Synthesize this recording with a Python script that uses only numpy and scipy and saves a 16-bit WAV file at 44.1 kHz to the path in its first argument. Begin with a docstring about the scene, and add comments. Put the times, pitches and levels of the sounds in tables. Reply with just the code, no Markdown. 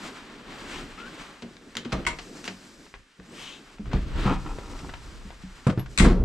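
"""Close cloth rustle from a body-worn microphone: someone in a nylon jacket walks up to an old car in a tiled garage.
An arm's length away the handle clicks and the door is pulled open; they drop into the creaking seat, shift and slam it.
Damped sines and rung modes make the thuds, latch, spring and seat; dying noise bursts add the clicks and rattles.
Filtered noise that swells with each move makes the clothes, gliding blurred tones the squeak and nylon swishes.
Tiles return dense reflections of the hard sounds, over low rocking and faint air noise."""
import sys
import numpy as np
from scipy import signal
from scipy.fft import rfft, irfft, next_fast_len
from scipy.io import wavfile
from scipy.ndimage import uniform_filter1d, minimum_filter1d

SR = 44100
rng = np.random.default_rng(int(sys.argv[2]) if len(sys.argv) > 2 else 0)


def persist_wave(psi):
    """Save psi, clipped to +-1, as 16-bit WAV."""
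    counts = np.round(np.clip(psi, -1, 1) * 32767).astype(np.int16)
    wavfile.write(sys.argv[1], SR, np.atleast_2d(counts).T)


N = 275404
TIME = np.arange(N) / SR   # s

# Event levels are relative dB, ahead of filters and mix; positive left-right dB leans left.
# Blows on the car and footfalls; from 6.044 s the door rebounds in its seals. Each row: start in seconds,
# knock level in dB, knock pitch in Hz, knock t60 in seconds, cabin boom in dB, rattle in dB,
# rattle brightness in Hz, rattle t60 in seconds.
THUD_EVENTS = [(1.423, -33.5, 235, 0.2, -57.5, -35, 600, 0.43),
               (1.664, -40, 273, 0.16, -64, -47, 400, 0.18), (1.760, -35.5, 233, 0.18, -74, -35, 594, 0.27),
               (1.855, -27.5, 234, 0.15, -65, -28, 500, 0.13),
               (1.926, -24.5, 135.5, 0.33, -30.5, -20.5, 1780, 0.16),
               (2.066, -49, 163, 0.18, -39, -32, 1510, 0.42),
               (2.48, -36.5, 191.6, 0.39, -77, -35.5, 700, 0.32),
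               (3.191, -36, 182, 0.11, -53.5, -42, 590, 0.26), (3.409, -47, 154, 0.2, -68, -47, 350, 0.21),
               (3.795, -25, 206, 0.21, -60, -36, 400, 0.15), (3.866, -32, 122, 0.23, -49, -38, 1400, 0.065),
               (3.938, -11, 137, 0.084, -21.5, -21, 980, 0.1), (3.965, -21, 190, 0.065, -43, -36, 800, .08),
               (4.014, -53, 126, 0.098, -25.5, -52, 500, .1), (4.134, -31, 131, 0.2, -29.5, -40, 600, 0.18),
               (4.254, -16.5, 134.8, 0.35, -37, -24, 1400, 0.18),
               (4.257, -13.5, 205, 0.148, -45, -34, 1500, 0.042),
               (4.281, -20, 174, .08, -45, -20, 1400, .06),
               (4.303, -18.5, 281, 0.073, -43, -24, 1010, 0.11),
               (4.318, -13.5, 283, 0.043, -50, -21.5, 1300, 0.07),
               (4.831, -33.5, 167.5, 0.18, -42, -43, 500, 0.35),
               (5.251, -30.5, 202, 0.1, -47, -42, 400, 0.11), (5.437, -28.5, 187, 0.12, -46, -65, 396, .1),
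               (5.6672, -7, 138, 0.12, -50, -19.5, 1280, 0.12),
               (5.68, -9.5, 205, 0.11, -38, -21, 1200, 0.078),
               (5.697, -24, 200, 0.067, -54, -21.5, 1480, 0.089),
               (5.728, -28.5, 504, 0.078, -63, -30, 800, 0.062),
               (5.775, -11.5, 127, 0.087, -42, -27, 1200, 0.18),
               (5.984, -23.5, 125, 0.12, -23.5, -49, 500, 0.096),
               (6.002, 0, 194.7, 0.11, -6, -16, 1820, 0.42), (6.011, -15, 210, .55, -2, -10, 463, 0.9),
               (6.044, -7.5, 295, 0.076, -27, -12, 2000, 0.23),
               (6.062, -2, 176, 0.079, -26, -28, 900, 0.15), (6.074, -10, 217, 0.13, -38, -16, 1300, 0.19),
               (6.098, -11.5, 364, 0.13, -24.5, -21.5, 1770, 0.23),
               (6.12, -7, 175, 0.12, -17, -21, 800, 0.13), (6.189, -19.5, 131, 0.15, -19, -44, 500, 0.12)]
# Steel catches of the lock and the door stay. Each row: start in seconds, lock ring in dB, door skin ring in dB,
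# crack in dB, crack t60 in seconds, left-right balance in dB.
CATCH_EVENTS = [(1.929, -33, -36, -53, 0.025, 2), (2.066, -13, -52, -26.5, 0.02, 1.5),
                (2.070, -22.5, -50, -24, 0.043, 0.5), (2.086, -38, -48.5, -39, 0.027, 0),
                (5.671, -50, -39, -36.5, 0.037, -1), (5.976, -26, -45, -20, 0.027, 7.5),
                (5.986, -26, -51, -24.5, 0.098, 6), (5.998, -17.5, -29.5, -21.5, 0.19, 2.5),
                (6.047, -36, -29.5, -32, 0.04, 10)]
# Small clicks of handle, buckle and trim. Each row: start in seconds, level in dB, brightness in Hz,
# t60 in seconds, left-right balance in dB.
CLICK_EVENTS = [(1.422, -36, 5000, 0.05, 1.5), (1.568, -37.5, 4500, 0.012, 4),
                (1.753, -31.5, 7000, 0.024, 0.5), (1.769, -21.5, 14000, 0.012, 0),
                (1.773, -35.5, 6000, 0.1, 2), (1.849, -34.5, 3900, 0.064, 3),
                (1.921, -28.5, 4500, 0.062, -6), (1.926, -28, 8600, 0.028, 5),
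                (2.051, -28, 3500, 0.021, -1), (2.187, -31, 4750, 0.072, 1.5),
                (2.442, -35.5, 10000, 0.04, 1), (2.452, -37, 12200, 0.14, 0), (2.478, -27, 5630, 0.057, 2),
                (3.856, -37, 1900, 0.048, 3), (3.915, -37, 2500, 0.12, 5), (3.932, -29, 3640, 0.042, 4),
                (4.465, -38.5, 2980, 0.056, 4), (4.791, -39.5, 4500, 0.039, 5),
                (5.699, -37, 3537, 0.025, 16), (5.795, -40, 4630, 0.071, 2.5),
                (5.86, -37.5, 2600, 0.042, 1)]
# Dry snaps of the door stay, trim and seat frame. Each row: start in seconds, level in dB, pitch in Hz,
# after-rattle level in dB, after-rattle t60 in seconds.
SNAP_EVENTS = [(2.865, -35, 1300, -44.5, 0.04), (2.9405, -19.5, 1960, -38, 0.074),
               (3.199, -34, 1500, -43, 0.02), (3.784, -37, 810, -45, .03), (3.9324, -17.5, 660, -38, .05),
               (4.586, -19.5, 477, -36.5, 0.036), (4.8924, -25, 1290, -44, .04),
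               (4.8954, -29, 1700, -36, 0.034), (4.9375, -27, 1200, -36, 0.075),
               (4.944, -37, 950, -48, .03), (5.305, -29, 750, -36.5, .035)]
# Seat springs and leather give way under the weight. Each row: peak in seconds, rise in seconds, fall in seconds,
# level in dB.
CREAK_SWELLS = [(4.19, 0.046, .06, -44), (4.258, .012, 0.019, -32), (4.305, 0.037, 0.057, -28),
                (4.49, 0.071, 0.062, -42), (4.68, 0.16, 0.32, -49.5)]
# Single ticks of the seat frame. Each row: start in seconds, level in dB.
SEAT_TICK_EVENTS = [(4.699, -48), (4.845, -43.5), (5.211, -55.5), (5.327, -52)]
# Body moves: steps to the car, feeling for and pulling the handle (1.75, 2.03 s), swinging the door open (2.36 s),
# a leg going in (3.43 s), sliding on and settling (4.27, 4.72 s), reaching for the door (5.67 s).
# Each row: peak in seconds, rise in seconds, fall in seconds, cloth rustle in dB, low rubbing in dB re rustle,
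# nylon hiss in dB re rustle.
BODY_MOVES = [(0.052, 0.077, 0.12, -41.5, -8, -9), (0.22, 0.47, 0.95, -47, -2.5, -14.5),
              (0.5, 0.051, 0.089, -47.5, 4.5, -34), (0.74, 0.21, 0.16, -39.5, -5.5, -10.5),
              (1.199, 0.34, 0.18, -44.5, -4.5, -12), (1.222, 0.033, 0.0064, -45, 0, -12),
              (1.75, 1, 0.22, -58.5, 3, -5), (2.03, 0.2, 0.085, -46, 3, -16.5),
              (2.36, 0.22, 0.4, -52, 3, -1), (2.84, 0.2, 0.087, -61, 7.5, 1.5),
              (3.429, 0.14, 0.15, -46.5, -0.5, -5.5), (3.7, 0.16, 0.11, -52.5, -32, -9),
              (3.96, 0.062, 0.055, -43, 7.5, -20), (4.271, 0.18, 0.089, -37, 0, -16),
              (4.72, 0.71, 0.39, -52, 4.5, -3), (5.25, 0.59, 0.17, -54, 1, -6),
              (5.67, 0.6, 0.091, -52, -11, -7), (5.96, 0.081, 0.098, -56, 5, 1)]
# Nylon brushes over nylon. Each row: start in seconds, length in seconds, starting pitch in Hz,
# pitch aimed for in Hz, level in dB.
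NYLON_SWISHES = [(.66, 0.17, 1200, 3100, -45), (.965, 0.065, 2384, 2620, -47.5),
                 (3.31, .32, 2700, 3204, -44.5)]
# Nylon ribs whistle faintly as the leg lifts. Each row: start in seconds, length in seconds, starting pitch in Hz,
# pitch aimed for in Hz, level in dB.
RIB_WHISTLES = [(3.24, .17, 6000, 11000, -67)]
# A rubber sole catches three times on the tiles. Each row: start in seconds, length in seconds,
# starting pitch in Hz, pitch aimed for in Hz, level in dB.
SOLE_SQUEAKS = [(.977, 0.041, 1247, 1410, -43), (1.012, 0.042, 1400, 1430, -43),
                (1.051, .036, 1480, 1530, -43.5)]
# Steps jog the microphone mount; the car rocks when pulled, loaded or slammed. Each row: peak in seconds,
# rise in seconds, fall in seconds, level in dB.
ROCKING_SWELLS = [(.77, 0.11, 0.21, -46), (2.09, 0.11, 0.12, -44), (2.965, 0.038, 0.052, -49.5),
                  (3.88, 0.051, 0.05, -38), (4.23, 0.19, 0.25, -26), (4.8, 0.59, 0.68, -40.5),
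                  (5.85, 0.048, 0.087, -37), (6.05, 0.031, 0.7, -20)]

# Ringing modes of the cabin air. Each row: pitch in Hz, level in dB, t60 in seconds.
CABIN_MODES = [(33.1, -5, 0.9), (59.3, 5.5, 0.28), (47, -2.5, 0.26)]
# Ringing modes of the steel lock. Each row: pitch in Hz, level in dB, t60 in seconds.
LOCK_MODES = [(945, -19, 0.17), (1025, -18, 0.18), (1118, -15.5, 0.11), (1235, -16, 0.074),
              (1500, -13.5, 0.03), (1916, -8, 0.018), (2160, -1, 0.023), (2044, -22, 0.13),
              (2244, -22.5, 0.15), (2330, -20, 0.05), (2630, -15.5, 0.058), (3320, -23, 0.084),
              (4030, -35, 0.11), (5590, -22, 0.085), (7370, -24, .12), (8550, -27, .04)]
# Ringing modes of the door's sheet metal. Each row: pitch in Hz, level in dB, t60 in seconds.
DOOR_SKIN_MODES = [(180.3, -4.5, 0.35), (210, -0.5, 0.37), (266, -11, 0.44), (323, -5, 0.5),
                   (390.5, -10.5, 0.32), (460, -3, 0.35), (484, 3, 0.27), (586, 3, 0.26), (638, 2.5, 0.2),
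                   (778, -5, 0.4), (960, -24, 0.48), (1200, 1, 0.15)]
# Ringing modes of the handle's return spring. Each row: pitch in Hz, level in dB, t60 in seconds.
SPRING_MODES = [(1270, -13, 0.091), (1520, -9, 0.11), (3180, -2, 0.035), (3420, -3, 0.03),
                (3850, -3, 0.027), (7000, 2, 0.008)]
# Ringing modes of the seat. Each row: pitch in Hz, level in dB, t60 in seconds.
SEAT_MODES = [(300, -4, 0.11), (500, -10, 0.05), (776, 1, 0.031), (950, 6, 0.027), (1116, -2, 0.026),
              (1235, -0.5, 0.043), (1362, -0.5, 0.046), (1650, -3, 0.018), (2500, -11, 0.033),
              (3300, -15, 0.015)]
# Ringing modes of the key ring. Each row: pitch in Hz, level in dB, t60 in seconds.
KEY_MODES = [(11540, -41, .11), (12460, -49, .1)]

# Spectrum of glass and trim shaking. Each row: frequency in Hz, density in dB per Hz.
RATTLE_SPECTRUM = [(40, -39), (100, 2.5), (160, 5.5), (250, 4), (480, 2), (750, -5), (1200, -2.5),
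                   (2500, -7.5), (5000, -3.5), (9000, -3), (14000, -9.5)]
# Spectrum of steel cracking on steel. Each row: frequency in Hz, density in dB per Hz.
CRACK_SPECTRUM = [(200, -53), (700, -21), (1200, 4.5), (2100, 10.5), (3100, 2.5), (4000, 4.5), (5500, -5.5),
                  (8000, 3), (10000, -11), (14000, -34)]
# Spectrum of light parts clicking. Each row: frequency in Hz, density in dB per Hz.
CLICK_SPECTRUM = [(100, -8), (500, 5.5), (1500, 9.5), (3200, 7), (4800, 4.5), (7200, 2.5), (9500, -5.5),
                  (14000, -19)]
# Spectrum of low rubbing of the clothes. Each row: frequency in Hz, density in dB per Hz.
RUB_SPECTRUM = [(60, -22), (130, -6.5), (240, 3), (400, -2.5), (700, -14.5), (1500, -48.5)]
# Spectrum of cloth rustle. Each row: frequency in Hz, density in dB per Hz.
CLOTH_SPECTRUM = [(200, -24), (500, -3), (1200, 4.5), (2000, 0.5), (3100, -3), (4500, -8), (9000, -50.5)]
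# Spectrum of nylon hiss. Each row: frequency in Hz, density in dB per Hz.
NYLON_SPECTRUM = [(1500, 5), (3500, 2.5), (5000, 7.5), (6300, 4.5), (8000, 4.5), (9500, -6.5), (12200, -10),
                  (15000, -27)]
# Spectrum of mount and car rumble. Each row: frequency in Hz, density in dB per Hz.
RUMBLE_SPECTRUM = [(15, -10), (32, 7.5), (55, -0.5), (85, -8), (140, -9.5), (400, -69.5)]
# Spectrum of the faint air noise. Each row: frequency in Hz, density in dB per Hz.
AIR_SPECTRUM = [(25, -6), (80, -9), (200, -2), (600, -16), (1500, 5.5), (4000, -4.5), (8000, -11),
                (10000, -18), (15000, -37)]
# How unlike the two ears are. Each row: frequency in Hz, side level in dB re mid.
STEREO_WIDTH = [(60, -10.5), (150, -24), (500, -14.5), (1500, -8.5), (4000, -3), (8000, -42), (14000, -28)]
# Decay of the garage. Each row: frequency in Hz, t60 in seconds.
GARAGE_DECAY = [(100, 0.42), (400, 0.2), (1500, 0.2), (5000, 0.22), (12000, 0.16)]

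CHATTER_DB, CHATTERS_PER_S = 2.5, 300   # unevenness of loose parts colliding, and its rate
SNAP_CYCLES, REBOUND_S, REBOUND_DB = 4.1, 0.0012, -17.5   # cycles until a snap is 60 dB down; one bounce
SPRING_S, SPRING_DB, SPRING_GAP_S, SPRING_LOSS_DB = 1.769, -31, 0.00343, 5   # loss is per touch
JERKS_PER_S, JERK_SCATTER, JERK_SPREAD_DB = 150, 0.35, 3   # nominal rate, unevenness of gaps and of strength
SWELL_SHAPE = 1.58   # 1 = pointed, 2 = bell
STIR_DB = -71   # the cloth is never quite still
MOUNT_DB = -10.5   # rumble of the microphone mount, re the low rubbing
CRINKLES_PER_S, CRINKLE_DB, CRINKLE_SPREAD_DB = 160, -11, 2.5   # popping creases: rate, level re rustle, unevenness
PORT_LAG_S = 0.000016   # sound reaches the left microphone port this much later
CEILING_DB, RELEASE_DB_PER_S, LOOK_AHEAD_S = -3, 8, 0.0033   # limiter
CUTOFF_HZ = 16300   # from here up the treble is at least 70 dB down


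def thuds(overtone=1.38, overtone_db=-6, soft_hz=150, contact_s=0.0025):
    """A padded blow sets the struck panel ringing, pumps the cabin air and shakes glass and trim."""
    t = np.arange(SR // 2) / SR
    knock, pump = np.zeros((2, N))
    shake = np.zeros((2, N))
    for s, knock_db, hz, knock_t60, boom_db, rattle_db, bright_hz, rattle_t60 in THUD_EVENTS:
        reach = min(soft_hz / hz, 1) ** 3   # padding barely stirs the higher overtones
        swing = np.sin(2 * np.pi * hz * t)
        swing = swing + reach * amp(overtone_db) * np.sin(2 * np.pi * overtone * hz * t)
        onset = 1 - np.exp(-t / contact_s)   # soft contact, gentle start
        fade = np.exp(-np.log(1000) * t / knock_t60)
        add(knock, s, -amp(knock_db) * swing * fade * onset)
        add(pump, s, amp([boom_db]))
        chatter = burst(rattle_t60, apart=0.16, grain_db=CHATTER_DB)
        add(shake, s, amp(rattle_db + 3.0) * lowpass(chatter, bright_hz))
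    boom = lowpass(ring(pump, CABIN_MODES, opposed=True), 114)
    return knock + colour(shake, RATTLE_SPECTRUM) * ears(0.82), boom


def catches():
    """Steel snaps over steel: a crack, and the lock and the door's sheet metal ring."""
    lock, skin, crack = np.zeros((3, 2, N))
    for s, ring_db, skin_db, crack_db, t60, pan_db in CATCH_EVENTS:
        add(lock, s, amp(ring_db) * ears(pan_db))
        add(skin, s, amp(skin_db) * ears(pan_db / 2))
        add(crack, s, amp(crack_db) * ears(pan_db) * burst(t60, apart=1.0, grain_db=CHATTER_DB))
    lock_ring = ring(lock, LOCK_MODES, opposed=True)
    skin_ring = ring(skin, DOOR_SKIN_MODES, opposed=True)
    return lock_ring + skin_ring + colour(crack, CRACK_SPECTRUM)


def clicks():
    """Light parts snap as short noise bursts and soon die away."""
    out = np.zeros((2, N))
    for s, db, bright_hz, t60, pan_db in CLICK_EVENTS:
        add(out, s, amp(db) * ears(pan_db) * lowpass(burst(t60, apart=0.31), bright_hz))
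    return colour(out, CLICK_SPECTRUM)


def snaps():
    """A stiff part jumps with one solid swing, bounces once and leaves its surroundings rattling."""
    t = np.arange(SR // 10) / SR
    swings, rattle = np.zeros(N), np.zeros((2, N))
    for s, db, hz, rattle_db, t60 in SNAP_EVENTS:
        fade = np.exp(-np.log(1000) * hz * t / SNAP_CYCLES)
        swing = amp(db) * np.sin(2 * np.pi * hz * t) * fade
        add(swings, s, swing)
        add(swings, s + REBOUND_S, amp(REBOUND_DB) * swing)
        add(rattle, s, amp(rattle_db) * burst(t60, apart=0.32, grain_db=CHATTER_DB))
    return lowpass(swings + colour(rattle, CLICK_SPECTRUM), 2640) * ears(2.2)


def spring(count=5):
    """Let go, the handle's return spring chatters against its seat, each touch weaker and ringing its modes."""
    touches = []
    for k, uneven in enumerate(rng.uniform(0.74, 1.2, count)):
        touches.append((SPRING_S + SPRING_GAP_S * k * uneven, SPRING_DB - SPRING_LOSS_DB * k))
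    return ring(taps(touches), SPRING_MODES, opposed=True) * ears(1.5)


def seat(slips_per_s=1600, fine_db=-6, snap_db=-11):
    """Leather and springs stick and slip in uneven jerks with finer slips between; the frame ticks."""
    gap, strength = rng.standard_normal((2, N // 100))
    jerk_s = np.cumsum(np.exp(JERK_SCATTER * gap)) / JERKS_PER_S
    jerks = taps(zip(jerk_s, JERK_SPREAD_DB * strength))
    slips = (rng.random(N) < slips_per_s / SR) * rng.standard_normal(N)
    force = rms_one(jerks) + amp(fine_db) * rms_one(slips)
    ringing = rms_one(ring(force, SEAT_MODES, opposed=True))
    snapping = rms_one(lowpass(colour(force, CLICK_SPECTRUM), 2800))
    creak = swells(CREAK_SWELLS) * (ringing + amp(snap_db) * snapping)
    ticks = ring(taps(SEAT_TICK_EVENTS), SEAT_MODES, opposed=True)
    return (creak + ticks) * ears(1.9)


def clothes():
    """Jacket and trousers rub, rustle and hiss with every move, and jog the microphone mount."""
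    rubbing = swells([(s, rise, fall, db + rub_db) for s, rise, fall, db, rub_db, _ in BODY_MOVES])
    rustling = swells([move[:4] for move in BODY_MOVES])
    hissing = swells([(s, rise, fall, db + nylon_db) for s, rise, fall, db, _, nylon_db in BODY_MOVES])
    flutter_db = 1.6 * drift(35)   # rustle and hiss waver together
    rub = np.hypot(rubbing, amp(STIR_DB)) * amp(3.7 * drift(15)) * noise(RUB_SPECTRUM)
    texture = noise(CLOTH_SPECTRUM, grain_db=0.5) + amp(CRINKLE_DB) * crinkles()
    cloth = np.hypot(rustling, amp(STIR_DB)) * amp(flutter_db - 1.94) * texture
    nylon = hissing * amp(flutter_db + 2.5) * noise(NYLON_SPECTRUM, grain_db=1.0)
    mount = amp(MOUNT_DB) * rubbing * noise(RUMBLE_SPECTRUM)
    return rub + mount + reflected(cloth + nylon, delay_s=0.0037, share=0.049) * ears(1.3)


def crinkles():
    """Creases pop at random, most of them small and a few distinct."""
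    spread = np.minimum(rng.exponential(1, N), 3)
    sizes = amp(CRINKLE_SPREAD_DB * spread) * rng.choice([-1, 1], N)
    pops = sizes * (rng.random(N) < CRINKLES_PER_S / SR)
    return rms_one(colour(pops, CLOTH_SPECTRUM))


def swish():
    """Nylon brushes over nylon, higher as it slides faster."""
    return friction_tone(NYLON_SWISHES, width_hz=640, blur=0.94, arc=0.58, fullness=1.7, octave_db=-10)


def whistle():
    """Nylon ribs slide past each other at a rising rate and whistle faintly."""
    return friction_tone(RIB_WHISTLES, width_hz=120, blur=0.45, arc=0.3, fullness=0.57, octave_db=-40,
                         wander=0.012)


def squeak():
    """A rubber sole sticks and slips on the tiles with a narrow, wavering tone."""
    return friction_tone(SOLE_SQUEAKS, width_hz=90, blur=0.53, arc=0.442, fullness=0.46, octave_db=-9.5,
                         wander=0.0285)


def keys():
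    """One tap sets the high modes of the key ring sounding."""
    return ring(np.arange(N) == int(5.793 * SR), KEY_MODES, opposed=True) * ears(-2)


def rocking():
    """Low sway of the jogged microphone mount and the car, as swelling rumble noise."""
    return swells(ROCKING_SWELLS) * noise(RUMBLE_SPECTRUM)


def garage(x, gap_s=0.0013, wider_db=3):
    """Dense reflections from tiles and walls, with decay and stereo width set band by band."""
    t, echo = np.arange(SR // 2) / SR, 0
    edges = np.geomspace(60, 15360, 9)   # octave bands, Hz
    for low, high in zip(edges, edges[1:]):
        hz = np.sqrt(low * high)
        tail = burst(at_hz(GARAGE_DECAY, hz), amp(at_hz(STEREO_WIDTH, hz) + wider_db))
        band = signal.butter(2, [low, high], "band", fs=SR, output="sos")
        echo = echo + signal.sosfilt(band, tail)
    echo = echo * (1 - np.exp(-(t / gap_s) ** 2))   # reflections build up after a short gap
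    return signal.fftconvolve(x, rms_one(echo) / np.sqrt(len(t)), axes=-1)[:, :N]


def air():
    """Faint steady broadband noise behind everything."""
    return amp(-62.0) * noise(AIR_SPECTRUM)


def friction_tone(rows, width_hz, blur, arc, fullness, octave_db, wander=0):
    """Stick and slip: a blurred line follows the sliding speed (arc up to .5 only speeds up, 1 slows down again)."""
    out = 0
    for s, length_s, start_hz, aim_hz, db in rows:
        along = np.clip((TIME - s) / length_s, 0, 1)
        hz = start_hz + (aim_hz - start_hz) * np.sin(np.pi * arc * along)
        hz = hz * (1 + wander * drift(300))
        pressure = (4 * along * (1 - along)) ** fullness
        phase = 2 * np.pi * np.cumsum(hz) / SR
        a, b = blur * rms_one(lowpass(rng.standard_normal((2, N)), width_hz))
        steady = np.sqrt(2 * (1 - blur ** 2))
        line = (a + steady) * np.sin(phase) + b * np.cos(phase)
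        octave = amp(octave_db) * a * np.sin(2 * phase)
        out = out + amp(db) * pressure * (line + octave)
    return out * ears(5.6)


def reflected(x, delay_s, share):
    """A surface close to the microphone adds one early echo, which ripples the spectrum."""
    return x + share * np.array([np.interp(TIME - delay_s, TIME, ear) for ear in x])


def ring(force, modes, opposed=False):
    """A click sets every mode ringing at its own level; struck off centre, neighbours swing opposite ways."""
    out = 0
    for k, (hz, db, t60) in enumerate(modes):
        r, w = amp(-60 / (t60 * SR)), 2 * np.pi * hz / SR   # decay and turn per sample
        sign = (-1) ** k if opposed else 1
        mode = signal.lfilter([0, np.sin(w)], [1, -2 * r * np.cos(w), r * r], force + 1e-18)
        out = out + sign * amp(db) * mode
    return out


def burst(t60, apart, grain_db=0):
    """Stereo chatter of many close modes dying together, grainy where loose parts collide."""
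    t = np.arange(SR // 2) / SR
    mid, side, knots = rng.standard_normal((3, len(t)))
    grain_curve = np.interp(t * CHATTERS_PER_S, np.arange(len(t)), knots)
    grain = rms_one(amp(grain_db * grain_curve))
    return (mid + apart * side * np.array([[1], [-1]])) * grain * amp(-60 * t / t60)


def noise(spectrum, grain_db=0):
    """Stereo noise of unit rms; fibres catching and letting go can make it grainy."""
    mid, side = rng.standard_normal((2, N)) * amp(grain_db * drift(700))
    side = colour(rms_one(side), STEREO_WIDTH, level=True)
    return rms_one(colour(rms_one(mid) + side * np.array([[1], [-1]]), spectrum))


def swells(rows):
    """Gain of overlapping efforts, each rising to its peak and fading; their powers add."""
    power = 0
    for s, rise_s, fall_s, db in rows:
        away = np.maximum((s - TIME) / rise_s, (TIME - s) / fall_s)
        power = power + (amp(db) * np.exp(-away ** SWELL_SHAPE)) ** 2
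    return np.sqrt(power)


def taps(rows):
    """One click for each (seconds, dB)."""
    out = np.zeros(N)
    for s, db in rows:
        add(out, s, amp([db]))
    return out


def colour(x, spectrum, level=False):
    """Causal (minimum-phase) filter; white noise keeps its power unless the table is a level."""
    size = next_fast_len(N + SR // 2, True) // 2 * 2
    gain = amp(at_hz(spectrum, np.arange(size // 2 + 1) * SR / size))
    cepstrum = irfft(np.log(gain if level else rms_one(gain)))
    cepstrum[1:size // 2] *= 2   # fold onto positive time
    cepstrum[size // 2 + 1:] = 0
    return irfft(rfft(x, size) * np.exp(rfft(cepstrum)))[..., :N]


def lowpass(x, hz):
    """A softer contact loses its treble."""
    return signal.sosfilt(signal.butter(2, np.clip(hz, 20, SR / 2.2), fs=SR, output="sos"), x)


def drift(rate):
    """Random curve in straight lines between normal draws, rate of them a second."""
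    knots = rng.standard_normal(N // 20)
    return np.interp(TIME * rate, np.arange(len(knots)), knots)


def at_hz(points, hz):
    """Read a table on a log-frequency axis."""
    f, value = np.transpose(points)
    return np.interp(np.log(np.maximum(hz, 1)), np.log(f), value)


def amp(db):
    """Decibels to gain."""
    return 10 ** (np.asarray(db) / 20)


def rms_one(x):
    """Scale to unit rms."""
    return x / np.sqrt(np.mean(x ** 2) + 1e-20)


def ears(left_right_db):
    """Gains of the two channels."""
    return amp(np.array([[0.5], [-0.5]]) * left_right_db)


def add(track, s, sound):
    """Mix a sound in at time s."""
    start = int(s * SR)
    track[..., start:start + sound.shape[-1]] += sound[..., :max(N - start, 0)]


def limiter(x):
    """The gain drops just ahead of a peak and recovers slowly."""
    peak_db = 20 * np.log10(np.abs(x).max(axis=0) + 1e-9)
    over_db = np.maximum(peak_db - CEILING_DB, 0)
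    release_db = RELEASE_DB_PER_S * TIME
    cut_db = np.maximum.accumulate(over_db + release_db) - release_db
    size = 2 * int(LOOK_AHEAD_S * SR) + 1
    return x * amp(uniform_filter1d(minimum_filter1d(-cut_db, size), size))


def scene():
    """Hard sounds carry into the garage; the clothes stay close to the microphone."""
    knocks, boom = thuds()
    small = clicks() + snaps() + spring()
    steel = catches()
    hard = knocks + boom + small + steel + keys()
    tones = squeak() + swish() + whistle()
    rumble = rocking()
    room = garage(amp(-9.0) * small + amp(-4.5) * steel + amp(-13.5) * knocks)
    return hard + tones + seat() + clothes() + rumble + room + air()


def record(dry):
    """Sound reaches the left port a little later; peaks are held down and the top is cut."""
    size = next_fast_len(N + SR // 2, True) // 2 * 2
    hz = np.arange(size // 2 + 1) * SR / size
    left = irfft(rfft(dry[0], size) * np.exp(-2j * np.pi * hz * PORT_LAG_S))[:N]
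    held = limiter(np.array([left, dry[1]]))
    return signal.sosfilt(signal.cheby2(12, 70, CUTOFF_HZ, fs=SR, output="sos"), held)


dry = scene()
out = record(dry)
persist_wave(out)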